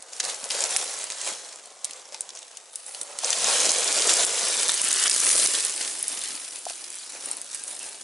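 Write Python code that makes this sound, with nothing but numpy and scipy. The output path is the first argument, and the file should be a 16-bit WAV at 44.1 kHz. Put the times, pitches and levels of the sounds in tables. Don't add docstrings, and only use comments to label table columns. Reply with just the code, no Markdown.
import sys
import numpy as np
from scipy import signal
from scipy.fft import rfft, irfft, next_fast_len
from scipy.io import wavfile
from scipy.ndimage import uniform_filter1d, minimum_filter1d

SR = 44100
rng = np.random.default_rng(int(sys.argv[2]) if len(sys.argv) > 2 else 0)


def master(y):
    cut = np.clip(np.atleast_2d(y).T, -1, 1)
    pcm = np.round(cut * 32767)
    wavfile.write(sys.argv[1], SR, pcm.astype(np.int16))


N = 354123
TOP_HZ = 11000


def amp(db):
    return 10 ** (np.asarray(db) / 20)


def unit(x):
    return x / np.sqrt(np.mean(x ** 2) + 1e-20)


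def along(points, hz):
    f, v = np.transpose(points)
    return np.interp(np.log(hz + 1), np.log(f), v)


def filtered(x, response):
    m = next_fast_len(x.shape[-1] + 4096)
    spectrum = rfft(x, m) * response(np.fft.rfftfreq(m, 1 / SR))
    return irfft(spectrum, m)[..., :x.shape[-1]]


def add(track, s, sound, pan):
    part = track[:, round(s * SR):][:, :len(sound)]
    part += np.array([[1 + pan], [1 - pan]]) * sound[:part.shape[1]]


def lumps(depth_db, size):
    return amp(depth_db * unit(uniform_filter1d(rng.standard_normal(N), size=size)))


def curves(rows):
    s, *columns = np.transpose(rows)
    return [np.interp(np.arange(N) / SR, s, c) for c in columns]


def swell(start, hold, rise_db_per_s, fall_db_per_s):
    t = np.arange(N) / SR
    return -rise_db_per_s * np.maximum(start - t, 0) - fall_db_per_s * np.maximum(t - start - hold, 0)


def powers(shape_db, crackle_db, splinter_db, weight_db):
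    power = amp(np.maximum(shape_db + crackle_db, -150)) ** 2
    return np.array([power, power * amp(splinter_db) ** 2, power * amp(weight_db) ** 2])


def press(start, hold):
    return swell(start, hold, rise_db_per_s=449.5, fall_db_per_s=130)


def litter_stir():
    return powers(np.zeros(N), crackle_db=-51.5, splinter_db=-5, weight_db=-6)


def stem_strain():
    return powers(press(0, hold=2.6), crackle_db=-55, splinter_db=-11, weight_db=-1)


def boots():
    # t/s, hold/s, crackle drive/dB, splinter drive/dB re crackle, weight drive/dB re crackle
    tread_rows = [(.135, .04, -42.5, 1, -8), (.24, .03, -31.5, -1.5, -7.5), (.32, .03, -39, 0, -6),
                  (.415, 0.04, -41.5, 7.5, -1.5), (0.519, .13, -31, -1.5, -7.5),
                  (0.699, 0.12, -30.5, 0, -9), (.89, .14, -36, 0.5, -7.5), (1.11, .08, -38, -3, -10),
                  (1.21, .02, -34.5, -5, -12), (1.265, .025, -31, -2, -7), (1.369, 0.16, -45, -10, -12),
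                  (1.85, 0.098, -47.5, -10, -6), (2.131, 0.018, -45.5, -14, -7.5),
                  (2.359, .015, -47, -14, -23), (2.73, 0.089, -53, 10, -21), (2.869, .05, -46.5, 10, -8.5),
                  (2.948, .07, -44.5, 6.5, -5), (3.07, .11, -46, -4, -2.5), (5.811, 0.012, -33, -10, -10),
                  (6.118, .03, -40, -4, -9), (6.235, 0.027, -35.5, -9, -20), (6.439, .04, -40.5, -9, -14),
                  (6.69, .02, -39, 2, -24), (6.95, .09, -43.5, -5, -30), (7.15, .2, -45, 0, -5),
                  (7.245, .012, -41, 10.5, -6.5), (7.53, .025, -38.5, 3, -13.5),
                  (7.672, 0.037, -43, 11.5, -5.5), (7.80, 0.1, -44.5, 6.5, -8.5)]
    treads = sum(powers(press(s, hold), *levels_db) for s, hold, *levels_db in tread_rows)
    legs = powers(press(6.75, hold=1.3), crackle_db=-44.5, splinter_db=2.5, weight_db=-11.5)
    return treads + legs


def flurries():
    rate_per_s, decay_s = 190, 0.0015
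    # t/s, power of a mean kick re the even crackle
    flurry_power = [(2.8, 2), (3.4, 0.63), (4.5, 0.36), (4.9, 1.1), (5.4, 1.9), (5.9, 1.4), (7.0, 2.4)]
    kicks = (rng.random(N) < rate_per_s / SR) * rng.exponential(size=N)
    dying = signal.lfilter([1], [1, -np.exp(-1 / (decay_s * SR))], kicks)
    return np.sqrt(1 + np.abs(curves(flurry_power)[0]) * dying)


def crackle(colour, clumps, rate, pitch_hz, octaves, cycles, blur, size=64):
    count = int(rate * N / SR)
    strength, pitch, life, pan = rng.standard_normal((count, 4)).T[:, :, None]
    start = (rng.random((count, 1)) * N).astype(int)
    hz = np.clip(pitch_hz * 2 ** (octaves * pitch), 100, SR / 3)
    turns = hz * np.arange(size) / SR
    gain = amp(5.5 * np.minimum(strength, 2.3)) * np.sqrt(hz / pitch_hz)
    decay = np.exp(-turns / (cycles * 2 ** (life / 2)))
    rings = gain * np.sin(2 * np.pi * turns) * decay
    index = (start + np.arange(size)).ravel()
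    left, right = [np.bincount(index, (rings * (1 + side * 0.31 * pan)).ravel(), N)[:N] for side in (1, -1)]
    swarm = clumps * (unit(np.array([left, right])) + blur * rng.standard_normal(N))
    swarm = filtered(swarm, lambda f: amp(along(colour, f)))
    power = np.abs(uniform_filter1d(np.mean(swarm ** 2, axis=0), size=2600))
    return swarm / np.sqrt(power + 1e-9)


def patchy(x, depth_db):
    z = signal.stft(x, nperseg=512)[2]
    field = uniform_filter1d(rng.standard_normal(z.shape[1:]), size=7, axis=0)
    field = uniform_filter1d(field, size=7, axis=1)
    return signal.istft(z * amp(depth_db * unit(field)), nperseg=512)[1][:, :N]


def crunch(colour, rough_db, width, size=400):
    noise = lumps(rough_db, size) * rng.standard_normal((2, N))
    mid, side = filtered(noise, lambda f: amp(along(colour, f)))
    return unit(np.array([mid + width * side, mid - width * side]))


def hollow():
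    # f/Hz, level/dB
    stump_colour = [(25, -49), (90, -30.5), (170, -20.5), (290, -12), (420, -2), (530, 4.5), (680, 2),
                    (850, 0), (1100, -2.5), (1500, -6.5), (3000, -13)]
    # f/Hz, level/dB
    ground_colour = [(25, -48), (90, -30), (170, -16), (270, -6), (420, 1.5), (580, 0.5), (830, -6),
                     (1600, -5.5), (3000, -15.5)]
    # f/Hz, level/dB
    litter_colour = [(25, -48), (90, -28), (170, -15.5), (280, -3), (650, 0.5), (950, -2), (1350, -6),
                     (3000, -11.5)]

    def stump(pitch):
        return crunch([(hz * pitch, db) for hz, db in stump_colour], rough_db=2.0, width=0.04)

    stages = [
        stump(pitch=1.01),
        stump(pitch=0.89),
        crunch(ground_colour, rough_db=3.0, width=0.053),
        crunch(litter_colour, rough_db=2.0, width=0.053),
    ]
    stage = np.interp(np.arange(N) / SR, [3.3, 4.5, 4.8, 5.0, 5.55, 5.8], [0, 1, 1, 2, 2, 3])
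    return sum(np.sqrt(np.maximum(1 - np.abs(stage - k), 0)) * sound for k, sound in enumerate(stages))


def crushing(force_db, fine_db, load_db):
    # f/Hz, level/dB
    twig_colour = [(300, -53), (900, -7), (1300, -2.5), (2000, 0), (3000, 1.5), (4500, 4.5), (6500, 7.5),
                   (8000, 8), (11000, 0)]
    # f/Hz, level/dB
    splinter_colour = [(3000, -23), (5500, -22), (7500, -3.5), (9000, 9), (10300, 9.5), (11000, 3)]
    # f/Hz, level/dB
    soil_colour = [(25, -17), (70, -2), (160, 6.5), (300, 17), (600, -42), (1500, -70)]
    clumps = flurries()
    twigs = crackle(twig_colour, clumps, rate=2800, pitch_hz=4490, octaves=0.94, cycles=0.46, blur=1.55)
    twigs = patchy(twigs, depth_db=1.29)
    splinters = crackle(splinter_colour, clumps, rate=1300, pitch_hz=9300, octaves=0.65, cycles=1.6, blur=1.5)
    body = hollow() + amp(-26.0) * crunch(soil_colour, rough_db=8.0, width=0.21, size=1300)
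    fits = lumps(depth_db=0.75, size=2000)
    return fits * (amp(force_db + 0.9) * twigs + amp(fine_db - 3.0) * splinters + amp(load_db + 2.0) * body)


def cracks(rows, broad_db=-17, scatter_db=-28, scatter_t60=0.12, ragged_db=2.1):
    track, t = np.zeros((2, N)), np.arange(4096) / SR
    for s, db, hz, t60, q in rows:
        hz, q = min(hz, TOP_HZ), max(q, 1)
        burst, scatter = rng.standard_normal((2, len(t)))
        burst = burst * amp(ragged_db * unit(uniform_filter1d(rng.standard_normal(len(t)), size=44)))
        burst = burst * amp(-60 * t / max(t60, .001))
        burst = burst + amp(scatter_db) * scatter * amp(-60 * t / scatter_t60)
        snap = signal.lfilter(*signal.iirpeak(hz, q, SR), burst) + amp(broad_db) / q * burst
        snap = signal.lfilter(*signal.butter(1, hz * q / (q + 12), "high", fs=SR), snap)
        snap = filtered(snap, lambda f: f < TOP_HZ)
        add(track, s, amp(db) * snap / np.abs(snap).max(), pan=0.12 * rng.standard_normal())
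    return track


def parted():
    middle_s, length_s = 4.62, 0.66
    return np.clip(.5 + (np.arange(N) / SR - middle_s) / length_s, 0, 1)


def lesser_snaps(force_db, spread_db=3, octaves=0.34, count=130):
    doubling_db = 11.5
    crash_db, snap_db, db_per_db = -24, -14.5, 1
    stem_hz, crown_hz = 7700, 9900
    crown_extra_db = 1.5
    mid_t60_s, mid_q = 0.01, 6.9
    chance = np.cumsum(2 ** (force_db / doubling_db))
    at = np.searchsorted(chance, chance[-1] * (np.arange(count) + rng.random(count)) / count)
    strength, pitch, life, ring = rng.uniform(-1, 1, (count, 4)).T
    off = parted()[at]
    db = snap_db + db_per_db * (force_db[at] - crash_db) + spread_db * strength + crown_extra_db * off
    hz = (stem_hz + off * (crown_hz - stem_hz)) * 2 ** (octaves * pitch)
    return np.column_stack([at / SR, db, hz, mid_t60_s * 2 ** life, mid_q * 2 ** ring])


def forest(x, count=25):
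    # f/Hz, t60/s
    echo_t60 = [(200, 0.055), (1500, 0.17), (5000, 0.065), (11000, 0.058)]
    echo, edges = np.zeros((2, N)), np.linspace(0, N, count + 1).astype(int)
    for a, b in zip(edges, edges[1:]):
        hz, t, z = signal.stft(rng.standard_normal((2, SR // 2)), SR, nperseg=256)
        tail = signal.istft(z * amp(-60 * t / along(echo_t60, hz)[:, None]), SR, nperseg=256)[1]
        part = signal.fftconvolve(x[:, a:b], tail / np.linalg.norm(tail[0]), axes=1)[:, :N - a]
        echo[:, a:a + part.shape[1]] += part
    return echo


def knocks(attack_s=0.00057):
    # t/s, level before attack and high-pass/dB, f/Hz, t60/s
    knock_rows = [(.549, -26.5, 567, .05), (2.123, -33, 580, 0.034), (2.146, -32.5, 880, 0.033),
                  (3.236, -16, 810, 0.012), (3.253, -26, 550, 0.047), (3.668, -28, 346, .045),
                  (3.681, -43, 237, 0.082), (4.24, -32, 340, .035), (4.43, -40.5, 210, 0.054),
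                  (5.353, -16.5, 557, 0.012), (5.393, -19, 520, 0.014), (5.454, -40.5, 192, 0.079),
                  (6.343, -41.5, 297, 0.087), (6.666, -16.5, 730, 0.016), (6.705, -25, 690, 0.013)]
    track, t = np.zeros((2, N)), np.arange(SR // 10) / SR
    for s, db, hz, t60 in knock_rows:
        ring = amp(db - 60 * t / t60) * np.sin(2 * np.pi * hz * t) * (1 - np.exp(-t / attack_s))
        ring = signal.lfilter(*signal.butter(3, hz * 0.6, "high", fs=SR), ring)
        add(track, s, ring, pan=.05)
    return track


def thumps():
    # t of the peak/s, peak level/dB
    thump_rows = [(.764, -59), (3.425, -57), (3.719, -58), (4.059, -56), (4.137, -53), (4.243, -47),
                  (4.469, -52), (4.816, -52), (5.082, -51), (5.354, -49), (5.457, -61)]
    hz, t60_s = 86, .04
    track, t = np.zeros((2, N)), np.arange(SR // 8) / SR
    thump = amp(-60 * t / t60_s) * np.sin(2 * np.pi * hz * t)
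    for s, db in thump_rows:
        add(track, s - t[thump.argmax()], amp(db) * thump / thump.max(), pan=0)
    return track


def tree():
    # t/s, force/dB
    fall_force = [(3.2, -42), (3.26, -31), (3.4, -29.5), (3.48, -26), (3.64, -25.5), (3.719, -28),
                  (4.03, -27), (4.1, -23.5), (4.24, -24), (4.258, -29.5), (4.559, -28.5), (4.729, -30),
                  (4.93, -28.5), (5.069, -26.5), (5.09, -30.5), (5.3, -27.5), (5.451, -26), (5.47, -29),
                  (5.6, -30), (5.72, -37)]
    edge_db_per_s = 348
    tear_splinter_db, crown_splinter_db, landing_splinter_db = -3, 0, 9
    tear_weight_db, crown_weight_db, landing_weight_db = -10, -17, 2.5
    landing_s, landing_width_s = 5.34, 0.18
    start, end = fall_force[0][0], fall_force[-1][0]
    force_db = curves(fall_force)[0] + swell(start, end - start, edge_db_per_s, edge_db_per_s)
    off = parted()
    landing = np.exp(-((np.arange(N) / SR - landing_s) / landing_width_s) ** 2)
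    splinter_db = (1 - off) * tear_splinter_db + off * crown_splinter_db + landing * landing_splinter_db
    weight_db = (1 - off) * tear_weight_db + off * crown_weight_db + landing * landing_weight_db
    falling = powers(force_db, 2, splinter_db, weight_db)
    settle_shape_db = swell(5.75, hold=.4, rise_db_per_s=17.5, fall_db_per_s=17.5)
    settling = powers(settle_shape_db, crackle_db=-36, splinter_db=5.5, weight_db=-12.5)
    return falling + settling


def limbs(slips_per_s=900):
    # f/Hz, width/Hz, level/dB
    limb_modes = [(1580, 500, -1), (2140, 180, -1), (2950, 320, 2.5)]

    def response(f):
        total = 0
        for k, (hz, width_hz, db) in enumerate(limb_modes):
            damping = 1j * f * width_hz
            total = total + (-1) ** k * amp(db) * damping / (hz * hz - f * f + damping)
        return total

    slips = (rng.random(N) < slips_per_s / SR) * rng.standard_normal(N)
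    break_s, break_db = 5.072, -31
    level_db = break_db + swell(break_s, hold=0, rise_db_per_s=42, fall_db_per_s=1200)
    return unit(filtered(slips, response)) * amp(level_db)


def chirps():
    # t/s, length/s, f/Hz, rms level before the fades/dB
    chirp_rows = [(6.985, 0.032, 4600, -45), (7.02, 0.028, 4130, -44), (7.787, 0.079, 2800, -44.5)]
    width_hz = 300
    track = np.zeros((2, N))
    for s, length, hz, db in chirp_rows:
        tone = filtered(rng.standard_normal(SR // 4), lambda f: np.exp(-((f - hz) / width_hz) ** 2))
        note = unit(tone)[:round(length * SR)]
        add(track, s, amp(db) * note * np.hanning(len(note)), pan=0)
    return track


def scene():
    # t/s, peak level/dB, f/Hz (held to TOP_HZ), t60/s, resonance Q (at least 1)
    crack_rows = [(.0235, -26.5, 8600, 0.013, 3), (.133, -21, 6640, 0.014, 3.2),
                  (.1995, -13, 6500, 0.0073, 1.7), (.2015, -7.5, 5550, 0.024, 1.4),
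                  (.243, -14.5, 7000, .003, 2.2), (.2509, -14, 7400, 0.027, 1.5),
                  (.4412, -17.5, 6500, 0.021, 1.2), (.49, -23, 6500, .01, 2.4),
                  (.5035, -11.5, 6000, 0.013, 0.95), (.507, -13.5, 4000, .022, 0.99),
                  (.5222, -22, 6500, .012, 4.3), (.55, -16.5, 4970, 0.013, 1),
                  (.6008, -21, 7200, 0.011, 3.7), (.6057, -10, 7200, .012, 9.3),
                  (.639, -6.5, 6200, 0.0096, 2.9), (.7076, -19, 6800, 0.005, 2),
                  (.725, -22, 6900, .018, 1.3), (.7637, -0.5, 7500, 0.0058, 1.2),
                  (.7693, -0.5, 9700, 0.0039, 2.8), (.813, -16, 5950, .018, 1.1),
                  (.8773, -24, 5500, .012, 2.4), (.939, -18, 7300, .015, 2), (1.0312, -25, 5900, .012, 1.7),
                  (1.041, -15, 9100, .008, 6.8), (1.1023, -14.5, 6600, .006, 1.4),
                  (1.121, -16, 5600, 0.0087, 0.88), (1.2135, -17.5, 7100, 0.033, 1.6),
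                  (1.4482, -27, 5570, .008, 2.4), (1.559, -25.5, 7500, .009, 2.7),
                  (1.6565, -29.5, 8100, 0.012, 2), (1.8454, -10.5, 8700, 0.011, 2),
                  (1.851, -16.5, 8500, .012, 2), (1.9098, -20, 6900, .007, 1.3),
                  (1.9339, -23.5, 7300, .01, 1.3), (2.1234, -29, 4800, .016, 1),
                  (2.145, -18, 5600, 0.016, 1), (2.2075, -10, 8600, 0.013, 6.4),
                  (2.2175, -23, 8800, .007, 5), (2.2909, -24, 6000, 0.016, 2),
                  (2.304, -27, 4500, .014, 1.3), (2.3514, -26, 6300, .012, 3.1),
                  (2.3605, -29, 6500, .01, 4.4), (2.3732, -25.5, 6200, .012, 1.1),
                  (2.3906, -24.5, 8200, 0.009, 3.5), (2.429, -29, 4800, 0.017, 1.4),
                  (2.468, -36, 8000, .009, 2.2), (2.5708, -22, 7500, 0.026, 1.8),
                  (2.757, -16, 9500, .012, 4.9), (2.8648, -21.5, 8700, 0.004, 3.8),
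                  (2.9475, -22, 4200, 0.0084, 0.86), (3.0135, -13.5, 9700, 0.012, 1.5),
                  (3.032, -18, 9300, 0.0078, 3.5), (3.188, -13, 6900, 0.012, 1.4),
                  (3.2455, -8.5, 6300, 0.011, 7.4), (3.3045, -3, 6450, 0.0069, 6.3),
                  (3.313, -13, 7600, .002, 3), (3.329, -6, 4600, 0.029, 1.2), (3.385, -15, 8000, .018, 2.5),
                  (3.4431, -9.5, 6400, 0.014, 6.5), (3.602, -8.5, 6400, 0.022, 3.3),
                  (3.632, -9, 5500, 0.017, 1.4), (3.655, -11, 6300, .008, 3.3),
                  (3.6928, -7.5, 5840, 0.014, 5.3), (3.7055, -7.5, 6450, .016, 3.9),
                  (3.718, -1, 8240, 0.0025, 2.4), (3.7848, -7, 8600, .003, 2.9),
                  (3.9274, -1, 8850, .002, 2.6), (3.9886, -12, 6400, .008, 1.8),
                  (4.02, -10, 5500, .04, 1.5), (4.076, -2, 7600, 0.0023, 9.1),
                  (4.093, -6.5, 5500, 0.041, 1), (4.1389, -4, 8000, 0.0035, 2.7),
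                  (4.2497, 0, 9700, 0.0041, 6.2), (4.4841, -9.5, 9100, 0.0022, 4.8),
                  (4.6315, -9, 7400, .006, 2), (4.6812, -9, 8100, .003, 1.8), (4.6875, -7, 8400, 0.0028, 3),
                  (4.6935, -7.5, 3800, 0.022, 0.83), (4.719, -2, 6600, .005, 0.99),
                  (4.7419, -8, 9100, 0.0033, 4.5), (4.8168, -0.5, 9600, 0.0022, 5.3),
                  (4.841, -9.5, 8560, 0.0036, 3.8), (4.8478, -9, 8500, .003, 3),
                  (4.8827, -12, 8600, 0.0018, 3.3), (4.8874, -4, 8900, 0.0021, 3),
                  (4.9158, -2, 6700, 0.0036, 1.5), (4.9287, -4, 8700, 0.0043, 3),
                  (4.939, -7, 8900, 0.012, 7), (5.0275, -11, 6860, 0.0092, 4), (5.038, -5, 6860, .018, 3),
                  (5.0797, -1, 6000, 0.005, 1.4), (5.0976, 0, 9050, 0.0034, 4.8),
                  (5.112, -9, 5540, 0.0072, 2.2), (5.1156, -8, 5000, 0.0073, 3),
                  (5.1302, -8, 9050, .003, 3.6), (5.14, -9, 7000, .014, 1.8),
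                  (5.1628, -6.5, 8100, .005, 1.3), (5.2018, -10, 6550, 0.006, 2),
                  (5.2496, -2, 9500, 0.0087, 4.4), (5.266, -10, 6000, .012, 1.2),
                  (5.291, -6, 8100, 0.008, 1.3), (5.303, -8, 6500, 0.0093, 1.3),
                  (5.3133, -3, 7000, 0.0054, 2), (5.318, -7, 8000, 0.0045, 2),
                  (5.3295, -8, 9200, 0.014, 2.2), (5.357, -6, 9100, 0.0048, 2),
                  (5.3988, -5.5, 8000, 0.0027, 1.7), (5.4606, 1, 7800, 0.005, 1.7),
                  (5.473, -3, 9100, 0.0032, 4), (5.5492, -15, 3430, 0.029, 8.9),
                  (5.605, -9.5, 8800, .02, 3), (5.649, -9.5, 9050, 0.0098, 3.4),
                  (5.696, -14.5, 7800, .006, 4.9), (5.7627, -14, 8200, 0.009, 4.6),
                  (5.81, -16.5, 4200, 0.043, 0.68), (5.877, -20, 5500, .022, 0.92),
                  (6.0275, -10, 10700, .01, 13), (6.081, -9, 10200, .0068, 7), (6.1925, -16, 9200, .005, 4),
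                  (6.2145, -16, 8850, .003, 2.5), (6.238, -15, 8800, 0.0067, 3.7),
                  (6.257, -22, 4500, .022, 1.3), (6.353, -18, 8300, .007, 3), (6.559, -21, 7400, .008, 2),
                  (6.6536, -20, 7800, 0.01, 1.7), (6.699, -19.5, 6000, 0.031, 0.84),
                  (6.842, -23, 5500, 0.018, 2.3), (6.9032, -19, 9000, 0.012, 1.8),
                  (6.943, -25, 7500, .009, 1.8), (6.986, -24, 8000, .01, 2.2),
                  (7.1225, -21, 7900, 0.0098, 1.3), (7.2585, -15, 9350, .006, 7.5),
                  (7.3137, -10, 9000, 0.0092, 27), (7.369, -17, 9500, .008, 7.1),
                  (7.4159, -17, 9200, 0.0059, 6.5), (7.5472, -13, 9100, 0.0022, 6.6),
                  (7.573, -28, 8000, .01, 2.5), (7.638, -15, 9200, 0.0052, 14),
                  (7.792, -21, 8900, .009, 6.2)]
    drive = litter_stir() + stem_strain() + boots() + tree()
    force_db, fine_db, load_db = 10 * np.log10(drive)
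    wood = crushing(force_db, fine_db, load_db)
    wood = wood + cracks([*crack_rows, *lesser_snaps(force_db)])
    wood = wood + knocks() + thumps() + limbs()
    return wood + amp(-10.0) * forest(wood) + chirps()


def record(dry):
    ceiling_db = -10
    level = np.sqrt(np.abs(uniform_filter1d(np.mean(dry ** 2, axis=0), size=13)))
    needed = np.minimum(1, amp(ceiling_db) / (level + 1e-9))
    held = minimum_filter1d(needed, size=441, origin=215)
    recovery = signal.lfilter([1 / 220], [1, 1 / 220 - 1], held - 1) + 1
    gain = uniform_filter1d(np.minimum(held, recovery), size=9)
    return filtered(dry * gain, lambda hz: amp(np.interp(hz - TOP_HZ, [0, 250, 1200, 2500], [0, -25, -58, -100])))


dry = scene()
out = record(dry)
master(out)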